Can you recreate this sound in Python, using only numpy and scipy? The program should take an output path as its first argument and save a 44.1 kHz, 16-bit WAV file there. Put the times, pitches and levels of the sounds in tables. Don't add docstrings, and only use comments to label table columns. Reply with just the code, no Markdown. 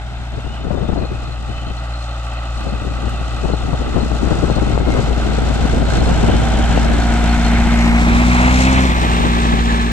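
import sys
import numpy as np
from scipy import signal
from scipy.fft import rfft, irfft, next_fast_len
from scipy.io import wavfile
from scipy.ndimage import uniform_filter1d, map_coordinates

SR = 44100
rng = np.random.default_rng(int(sys.argv[2]) if len(sys.argv) > 2 else 0)


def master_out(mix):
    frames = np.transpose(np.atleast_2d(mix))
    ceiling = np.clip(frames, -1, 1)
    pcm = np.round(ceiling * 32767).astype(np.int16)
    wavfile.write(sys.argv[1], SR, pcm)


N = 437455
T = np.arange(N) / SR
FFT_SIZE = next_fast_len(N)
HZ = np.maximum(np.arange(FFT_SIZE // 2 + 1) * SR / FFT_SIZE, 1)

# time_s, firings_per_s
ENGINE_SPEED = [(0, 59.1), (1.5, 58.5), (2.5, 58.1), (3.2, 58.5), (4.5, 58.5), (5, 58.0), (6, 58.05),
                (7.4, 58.35), (7.95, 58.3), (8.4, 61.3), (8.7, 64.9), (8.85, 64.8), (8.93, 61.4),
                (9.05, 59.6), (9.22, 59.8), (9.5, 58.3), (9.92, 58.5)]
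# multiple, level_db, falloff, behind_db, revved_db, slack_db
PIPE_TONES = [(1, -13.5, 1.12, 0, 0.3, -2), (2, -32.3, 0.5, -3.5, 10, 0), (5, -36, 1.6, -0.5, -8, -9)]
SILENCER_TONES = [(3, -22.5, 2.3, 5.5, 0.5, -6), (4, -15, 2.45, 3.5, -2, -11.5)]
# time_s, side, right_delay_ms
VIEW = [(0, 0.89, 0.12), (1.5, 0.17, 0.12), (3.3, 0.1, 0.11), (5, 0.59, 0.12), (6, 1.03, 0.09),
        (6.9, 1.3, 0.071), (7.7, 1.64, 0.077), (8.1, 2.22, 0.26), (8.6, 2.03, 0.29), (9.1, 2.92, 0.4),
        (9.92, 3.18, 0.42)]
# pitch_hz, gain_db
FRONT_COLOUR = [(140, -2), (210, -6), (350, -5.5), (445, -13), (540, 1.5), (690, 3.5), (860, 2),
                (1010, -13), (1140, 2.5), (1270, 3.5), (1440, -0.5), (1720, -15), (1980, -6), (2290, -20),
                (2520, -9.5), (3050, -16), (3350, -19.5), (4200, -21)]
CORNER_COLOUR = [(170, 8), (400, -4), (480, -13.5), (640, 6), (850, 3.5), (1100, -6.5), (1450, 2.5),
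                 (1900, -12.5), (2150, -3.5), (2400, -12.5), (2900, -14.5), (3500, -16.5), (4200, -24.5)]
FLANK_COLOUR = [(140, 0.5), (340, -4), (470, -17.5), (620, -5), (800, -4), (1100, -8), (1280, -7.5),
                (1550, -9.5), (1850, -11), (2200, -8), (2800, -21), (3400, -27.5), (4200, -33)]
REAR_COLOUR = [(140, -3.5), (260, -4), (370, -3.5), (540, -13), (760, -5), (1000, -6.5), (1200, -4.5),
               (1430, -13), (1750, -11.5), (2100, -15), (2500, -17.5), (3000, -24), (3600, -23),
               (4200, -31.5)]
# pitch_hz, gain_db
HISS_COLOUR = [(3600, -1), (4150, -4), (4700, -3.5), (5600, 3), (6300, 2), (6900, 3), (7500, -1.5),
               (8100, 2.5), (8700, 1.5), (10000, 1), (13500, -11)]
FAN_RUSH_BY_SIDE = [.5, .36, .7, .95]
HISS_BY_SIDE = [1.5, 3, 0, -1]
# pitch_hz, likeness (0 to 1)
EAR_LIKENESS = [(100, .95), (700, .92), (1300, .92), (2300, .74), (5000, .4), (12000, .2)]
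# middle_s, length_s, gain_db
TREBLE_DIPS = [(4.818, 0.21, -13), (5.845, 0.16, -8), (5.94, 0.15, 5.5)]
# middle_s, length_s, multiple (of the firing rate), level_db
GEAR_WHINES = [(7.7, 3.4, 5, -39), (7.6, 1.4, 3.75, -35), (8.7, .95, 8.25, -30.5), (7.22, 1, 12.27, -28),
               (7.98, .45, 12.27, -30), (6.55, .5, 13.17, -31), (7.8, 1.6, 14.75, -36),
               (7.2, 1, 25.05, -38)]
# pitch_hz, width_hz, gain_db
THIN_STEEL_NOTES = [(3615, 35, 0), (5020, 60, -10), (5280, 90, -12)]
# time_s, level_db
THIN_STEEL_LEVEL = [(0, -58), (.9, -56), (1.3, -60), (2.6, -60), (3.2, -57), (4.2, -54), (5, -54),
                    (5.8, -58), (7.5, -53.5), (8.3, -62)]
# pitch_hz, width_hz, level_db, left_minus_right_db
DISC_NOTES = [(2040, 240, -44.5, 6), (2577, 150, -50.5, 20), (3070, 170, -55, -11), (4070, 270, -51.5, 5)]
# middle_s, length_s, pitch_hz, width_hz, level_db
STEEL_SWELLS = [(4.9, .9, 2130, 110, -42), (6.55, .9, 3130, 300, -44), (6.9, 1.1, 1670, 130, -36),
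                (7.72, .95, 2140, 130, -34.5), (8.25, .6, 2600, 160, -37.5), (8.66, .55, 2450, 400, -33),
                (9.2, .45, 2770, 90, -42), (9.8, 1.3, 1724, 170, -31.5)]
# middle_s, length_s, start_hz, end_hz, roughness (0 to 1), level_db
DISC_SQUEAKS = [(0.52, .34, 2680, 3180, 1, -48.5), (1.08, .6, 2560, 2500, .7, -51),
                (1.6, .4, 2950, 3100, .6, -48.5), (2.7, 1.6, 2530, 2590, .3, -56),
                (3.17, .32, 2900, 2580, .8, -47), (3.42, .3, 2560, 2600, .7, -48),
                (6.12, .16, 2750, 2880, 1, -44), (6.31, .18, 2860, 3000, 1, -40),
                (6.76, .22, 2980, 2780, 1, -42.5)]
# middle_s, level_db, pitch_hz
BEARING_CHIRPS = [(0.984, -42, 4200), (1.053, -40, 4100), (1.259, -42, 4080), (1.324, -42, 4120),
                  (1.67, -41, 4150), (1.78, -43, 4150), (1.941, -40, 4180), (1.994, -42, 4200),
                  (2.026, -42, 4200), (2.093, -43, 4150), (2.58, -41, 4050), (2.69, -41, 4250),
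                  (3.53, -40, 4200), (3.58, -42, 4050), (4.01, -38, 4080), (4.509, -40, 4250),
                  (4.556, -38, 4200), (5.869, -38.5, 4060), (5.92, -39, 4150), (5.99, -36.5, 4170),
                  (6.059, -37.5, 4170), (7.021, -37, 4340), (7.298, -34, 4300), (7.454, -33, 4270)]
# start_s, level_db
STONE_HITS = [(2.24, -33), (2.605, -32), (3.095, -25), (3.545, -41)]
# time_s, left_db, right_db
BREEZE_LEVEL = [(0, -29.5, -58), (1.0, -24, -31.5), (1.75, -28, -35), (2.05, -38, -60), (2.4, -34.5, -56),
                (2.65, -21, -30), (3.3, -22, -30), (3.85, -17.5, -28), (4.35, -15, -23),
                (5.5, -14.5, -22.5), (6.3, -15, -16), (7.2, -18.5, -22), (8.7, -20.5, -25),
                (9.5, -22, -20.5), (9.92, -26, -23.5)]
# start_s, length_s, left_db, right_db
WIND_GUSTS = [(0.339, 0.042, -20, -57), (0.45, 0.053, -21.5, -57), (0.649, 0.022, -14.5, -35),
              (0.707, 0.035, -13, -41), (0.778, 0.02, -11, -33), (0.832, 0.015, -12, -30),
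              (0.889, 0.042, -13.5, -26), (0.963, 0.032, -14, -23), (1.025, 0.022, -15.5, -32),
              (1.11, 0.032, -20.5, -36), (1.493, 0.034, -25, -40), (1.677, 0.041, -23.5, -28),
              (2.658, 0.093, -21, -35), (2.824, 0.035, -21.5, -38), (3.046, 0.027, -17.5, -35),
              (3.436, 0.1, -14.5, -29), (3.664, 0.081, -17.5, -34), (3.935, 0.097, -13.5, -30),
              (4.233, 0.24, -14, -33), (4.49, 0.29, -16, -28), (4.879, 0.12, -13.5, -34),
              (5.187, 0.07, -33, -21), (5.73, 0.075, -23, -17.5), (5.95, 0.18, -18, -16.5),
              (6.215, 0.15, -13.5, -30), (6.804, 0.13, -19.5, -23), (8.093, 0.079, -21, -17),
              (9.207, 0.056, -14.5, -27), (9.507, 0.042, -16.5, -31)]
# pitch_hz, gain_db
WIND_COLOUR = [(15, -2.5), (35, 3.5), (65, 1), (120, 0.5), (190, -1), (330, -4.5), (500, -8.5), (750, -14),
               (1100, -21), (1800, -33.5), (4000, -71)]
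# time_s, level_db
WIND_THUMPS = [(0.901, -9), (0.974, -10), (3.986, -2), (4.117, 0), (4.5, 4), (4.579, -2.5), (4.777, 5.5),
               (4.904, -3), (6.776, 8)]
# pitch_hz, lag_radians
BEND_LAG = [(1200, 0), (1700, .6), (1850, -.4), (2150, .4), (2290, 1.4), (2430, -1.3), (3000, -1.2),
            (3300, -.4), (3600, -.6), (3950, .7), (4150, -.9), (4500, 0)]
# pitch_hz, gain_db
LEFT_MIC_COLOUR = [(200, -0.5), (700, -0.5), (1200, -2), (2200, 2), (4200, 9), (6000, 1.5), (7500, 4.5),
                   (8900, -1.5), (9500, -19.5), (13000, -14)]
RIGHT_MIC_COLOUR = [(200, -1), (700, 0), (1200, 1.5), (2200, 1), (4200, 7.5), (6000, -5.5), (7000, -8.5),
                    (8200, -31), (9500, -18.5), (13000, -15.5)]

KNOCK_DB, TICK_DB = [-5.5, -8.0, -7.5, -10.0], [0, -1, -4, -2]
DRIVE_M_PER_S = 1.923


def exhaust(firings):
    rev, slack, out = revved(), slackened(), 0
    outlets = [(PIPE_TONES, 7.75, 4.53, .7), (SILENCER_TONES, 8.15, 2.9, 1.0)]
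    for tones, pass_s, nearest_m, waver_db in outlets:
        far_db = distance_db(pass_s, nearest_m)
        behind = np.sin(np.arctan2(DRIVE_M_PER_S * (T - pass_s), nearest_m))
        for multiple, db, falloff, behind_db, revved_db, slack_db in tones:
            level_db = db + falloff * far_db + behind_db * behind
            level_db += revved_db * rev + slack_db * slack + waver_db * drift(20)
            out = out + from_db(level_db) * tone(multiple * firings)
    return out * from_db([[.3], [-.3]])


def clatter(firings):
    facing = over_time(VIEW)[0]
    knocks = impacts(firings, repeat=.54, steady=.7, decay=.35, uneven_db=1.3, cylinder_db=KNOCK_DB)
    band_limit = 1 / np.sqrt((1 + (HZ / 4400) ** 24) * (1 + (70 / HZ) ** 4))
    knock_band = (HZ > 1300) & (HZ < 4500)
    out = 0
    for side, colour in enumerate([FRONT_COLOUR, CORNER_COLOUR, FLANK_COLOUR, REAR_COLOUR]):
        gain = from_db(over_hz(colour)) * band_limit
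        gain /= np.sqrt(np.mean(gain ** 2 * knock_band))
        share = np.maximum(1 - np.abs(facing - side), 0)
        out = out + share * filtered(knocks, gain)
    level_db = -27.5 + distance_db(pass_s=8.4, nearest_m=3.32, falloff=1.11) + 3 * revved()
    return out * from_db(level_db + .2 * dips_db() + .84 * drift(13))


def hiss(firings):
    facing = over_time(VIEW)[0]
    rush = np.interp(facing, range(4), FAN_RUSH_BY_SIDE)
    ticks = impacts(firings + .2, repeat=.12, steady=rush, decay=.3, uneven_db=1.4, cylinder_db=TICK_DB)
    bright = unit_power(filtered(ticks, from_db(over_hz(HISS_COLOUR))))
    level_db = -35.5 + distance_db(pass_s=7.8, nearest_m=5.8, falloff=1.94) + 5.5 * revved()
    side_db = np.interp(facing, range(4), HISS_BY_SIDE)
    return bright * from_db(level_db + side_db + dips_db() + 1.35 * drift(10.3))


def impacts(firings, repeat, steady, decay, uneven_db, cylinder_db):
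    points, layers = 3000, []
    bins = points // 2 + 1
    firing_number = firings.astype(int)
    for _ in range(2):
        strengths = from_db(3 * np.clip(rng.standard_normal(bins), -2, 1.5))
        cycle = irfft(strengths * np.exp(2j * np.pi * rng.random(bins)))
        pattern = np.interp(firings / 4 % 1 * points, np.arange(points), cycle)
        noise = np.sqrt(repeat) * unit_power(pattern) + np.sqrt(1 - repeat) * rng.standard_normal(N)
        chance_db = uneven_db * rng.standard_normal(firing_number.max() + 1)[firing_number]
        strength = from_db(np.take(cylinder_db, firing_number, mode="wrap") + chance_db)
        burst = strength * np.exp(-(firings % 1) / decay)
        layers.append(unit_power(noise * (steady + burst)))
    return to_stereo(*layers)


def whines(firings):
    waver_cycles = drift(13) / (4 * np.pi)
    return sum(from_db(db + 1.2 * drift(12)) * swell(s, length) * tone(multiple * firings + waver_cycles)
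               for s, length, multiple, db in GEAR_WHINES)


def sizzle():
    noise = band_pass(rng.standard_normal((2, N)), 10500, 14000)
    return noise * from_db(-36 + distance_db(pass_s=8.66, nearest_m=1.9, falloff=1.3))


def thin_steel():
    shaking = rng.standard_normal(N)
    ringing = sum(from_db(db) * ring(shaking, hz, width) for hz, width, db in THIN_STEEL_NOTES)
    return from_db(over_time(THIN_STEEL_LEVEL)[0]) * ringing


def revved(start_s=8.05, rise_s=.4, hold_s=.33, fall_s=.13):
    return np.interp(T, np.cumsum([start_s, rise_s, hold_s, fall_s]), [0, 1, 1, 0])


def slackened(peak_s=8.95, rise_s=.13, recover_s=.28):
    return np.clip((T - peak_s) / rise_s + 1, 0, 1) * np.exp(-np.maximum(T - peak_s, 0) / recover_s)


def dips_db():
    return sum(db * swell(s, length) for s, length, db in TREBLE_DIPS)


def ringing_steel(firings, chatter_db=3.5, throb_db=1):
    strength = from_db(chatter_db * drift(25) + throb_db * np.cos(2 * np.pi * firings))
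    shared, apart = rng.standard_normal((2, N)) * strength
    shaking = np.array([shared + .5 * apart, shared - .5 * apart])
    far_db, out = distance_db(pass_s=10.5, nearest_m=3.9), 0
    for hz, width, db, pan_db in DISC_NOTES:
        pan = from_db([[pan_db / 2], [-pan_db / 2]])
        out = out + ring(shaking, hz, width) * from_db(db + far_db + 1.5 * drift(6)) * pan
    for s, length, hz, width, db in STEEL_SWELLS:
        out = out + ring(shaking, hz, width) * from_db(db) * swell(s, length)
    return out


def squeaks(firings, jitter_hz=85, flutter_db=1.8):
    out = 0
    for s, length, start_hz, end_hz, roughness, db in DISC_SQUEAKS:
        slide_hz = np.interp(T, [s - length / 2, s + length / 2], [start_hz, end_hz])
        pitch_hz = slide_hz + roughness * jitter_hz * drift(88.5)
        out = out + from_db(db) * swell(s, length) * tone(np.cumsum(pitch_hz) / SR)
    return out * from_db(flutter_db * (drift(25) + np.cos(2 * np.pi * firings)))


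def chirps(length_s=.015, gap_s=.018, fade_db=5, scatter_hz=50):
    out = 0
    for s, db, hz in BEARING_CHIRPS:
        for rattle in range(3):
            ping = np.sin(2 * np.pi * (hz + scatter_hz * rng.standard_normal()) * T)
            out = out + from_db(db - rattle * fade_db) * swell(s + rattle * gap_s, length_s) * ping
    return out


def soil(grains_per_s=580, decay_s=.0089):
    sizes = from_db(3 * np.minimum(rng.exponential(1, (2, N)), 4))
    cracks = sizes * (rng.random((2, N)) < grains_per_s / SR)
    fading = signal.lfilter([1], [1, -np.exp(-1 / (decay_s * SR))], cracks + 1e-18)
    crumble = band_pass(fading * rng.standard_normal((2, N)), 2500, 12000, order=1)
    rise_and_fall_db = distance_db(5.73, 1.84, falloff=.77)
    return crumble * from_db(-40 + rise_and_fall_db)


def stones(decay_s=.0036):
    strikes = sum(from_db(db) * (T >= s) * np.exp(-np.minimum(np.abs(T - s) / decay_s, 20))
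                  for s, db in STONE_HITS)
    treble_only = signal.butter(2, 7000, "high", fs=SR, output="sos")
    return signal.sosfilt(treble_only, strikes * rng.standard_normal((2, N)))


def wind(level_db, lumpy_db=4.5, rumble_db=-30, roar_span_db=18.5):
    lumps = from_db(lumpy_db * np.clip(drift(22), -2, 1.7))
    swirls = filtered(rng.standard_normal(N) * lumps, from_db(over_hz(WIND_COLOUR)))
    swirls /= np.sqrt(uniform_filter1d(swirls ** 2, size=SR // 14) + 1e-12)
    dull = filtered(swirls, 1 / (1 + (HZ / 260) ** 2))
    force = np.clip((level_db - rumble_db) / roar_span_db, 0, 1)
    return from_db(level_db) * (dull + force * (swirls - dull))


def wind_level_db(mic, rise_s=.018, fall_s=.03):
    power = from_db(over_time(BREEZE_LEVEL)[mic] + 1.2 * drift(8)) ** 2
    for s, length, *mic_db in WIND_GUSTS:
        gust = np.interp(T, [s - rise_s, s, s + length, s + length + fall_s], [0, 1, 1, 0])
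        power += (from_db(mic_db[mic]) * gust) ** 2
    return 10 * np.log10(power)


def thumps(width_s=.00033):
    out = np.zeros(N)
    for s, db in WIND_THUMPS:
        offset = (T - s) / width_s - 2
        near = np.abs(offset) < 10
        push_pull = offset[near] * np.exp(-offset[near] ** 2 / 2)
        out[near] += from_db(db) * push_pull * rng.choice([-1, 1])
    return out


def distance_db(pass_s, nearest_m, falloff=1):
    return -20 * falloff * np.log10(np.hypot(nearest_m, DRIVE_M_PER_S * (T - pass_s)) / nearest_m)


def to_stereo(shared, apart):
    alike = over_hz(EAR_LIKENESS)
    apart = filtered(apart, np.sqrt((1 - alike) / (1 + alike)))
    return np.array([shared + apart, shared - apart])


def reach_right_mic(x):
    facing, delay_ms = over_time(VIEW)
    ahead = np.interp(facing, [1.9, 2], [1, 0])
    bent = ahead * filtered(x, np.exp(-1j * over_hz(BEND_LAG))) + (1 - ahead) * x
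    return map_coordinates(bent, [np.arange(N) - delay_ms * SR / 1000], order=3, mode="nearest")


def from_db(db):
    return 10 ** (np.asarray(db) / 20)


def unit_power(x):
    return x / np.sqrt(np.mean(x ** 2) + 1e-20)


def tone(cycles):
    return np.sqrt(2) * np.sin(2 * np.pi * cycles)


def swell(middle_s, length_s):
    return np.cos(np.pi * np.clip((T - middle_s) / length_s, -.5, .5)) ** 2


def drift(rate_hz):
    step, warm_up = 40, 2000
    pole = np.exp(-2 * np.pi * rate_hz * step / SR)
    noise = rng.standard_normal(N // step + warm_up + 2)
    slow = signal.lfilter([1], [1, -2 * pole, pole * pole], noise)[warm_up:]
    return np.interp(np.arange(N) / step, np.arange(len(slow)), unit_power(slow))


def over_time(rows):
    time_s, *columns = np.transpose(rows)
    return [np.interp(T, time_s, column) for column in columns]


def over_hz(rows):
    hz, value = np.transpose(rows)
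    return np.interp(np.log(HZ), np.log(hz), value)


def filtered(x, gain):
    return irfft(rfft(x, FFT_SIZE) * gain, FFT_SIZE)[..., :N]


def band_pass(x, low_hz, high_hz, order=2):
    band = signal.butter(order, [low_hz, high_hz], "band", fs=SR, output="sos")
    return unit_power(signal.sosfilt(band, x))


def ring(x, pitch_hz, width_hz):
    return band_pass(x, pitch_hz - width_hz / 2, pitch_hz + width_hz / 2)


def scene():
    firings_per_s = over_time(ENGINE_SPEED)[0] * (1 + .002 * drift(8))
    firings = np.cumsum(firings_per_s) / SR
    engine = exhaust(firings) + whines(firings) + thin_steel()
    engine = engine + clatter(firings) + hiss(firings) + sizzle()
    left, right = engine + soil() + ringing_steel(firings) + stones() + squeaks(firings) + chirps()
    left_db, right_db = wind_level_db(0), wind_level_db(1)
    return np.array([left + wind(left_db) + thumps(), reach_right_mic(right) + wind(right_db)])


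def record(dry):
    ceiling, stop_hz = .95, 14628
    coloured = filtered(dry, from_db([over_hz(LEFT_MIC_COLOUR), over_hz(RIGHT_MIC_COLOUR)]))
    rounded = coloured / (1 + (coloured / ceiling) ** 8) ** (1 / 8)
    return signal.sosfilt(signal.cheby2(16, 70, stop_hz, fs=SR, output="sos"), rounded)


dry = scene()
out = record(dry)
master_out(out)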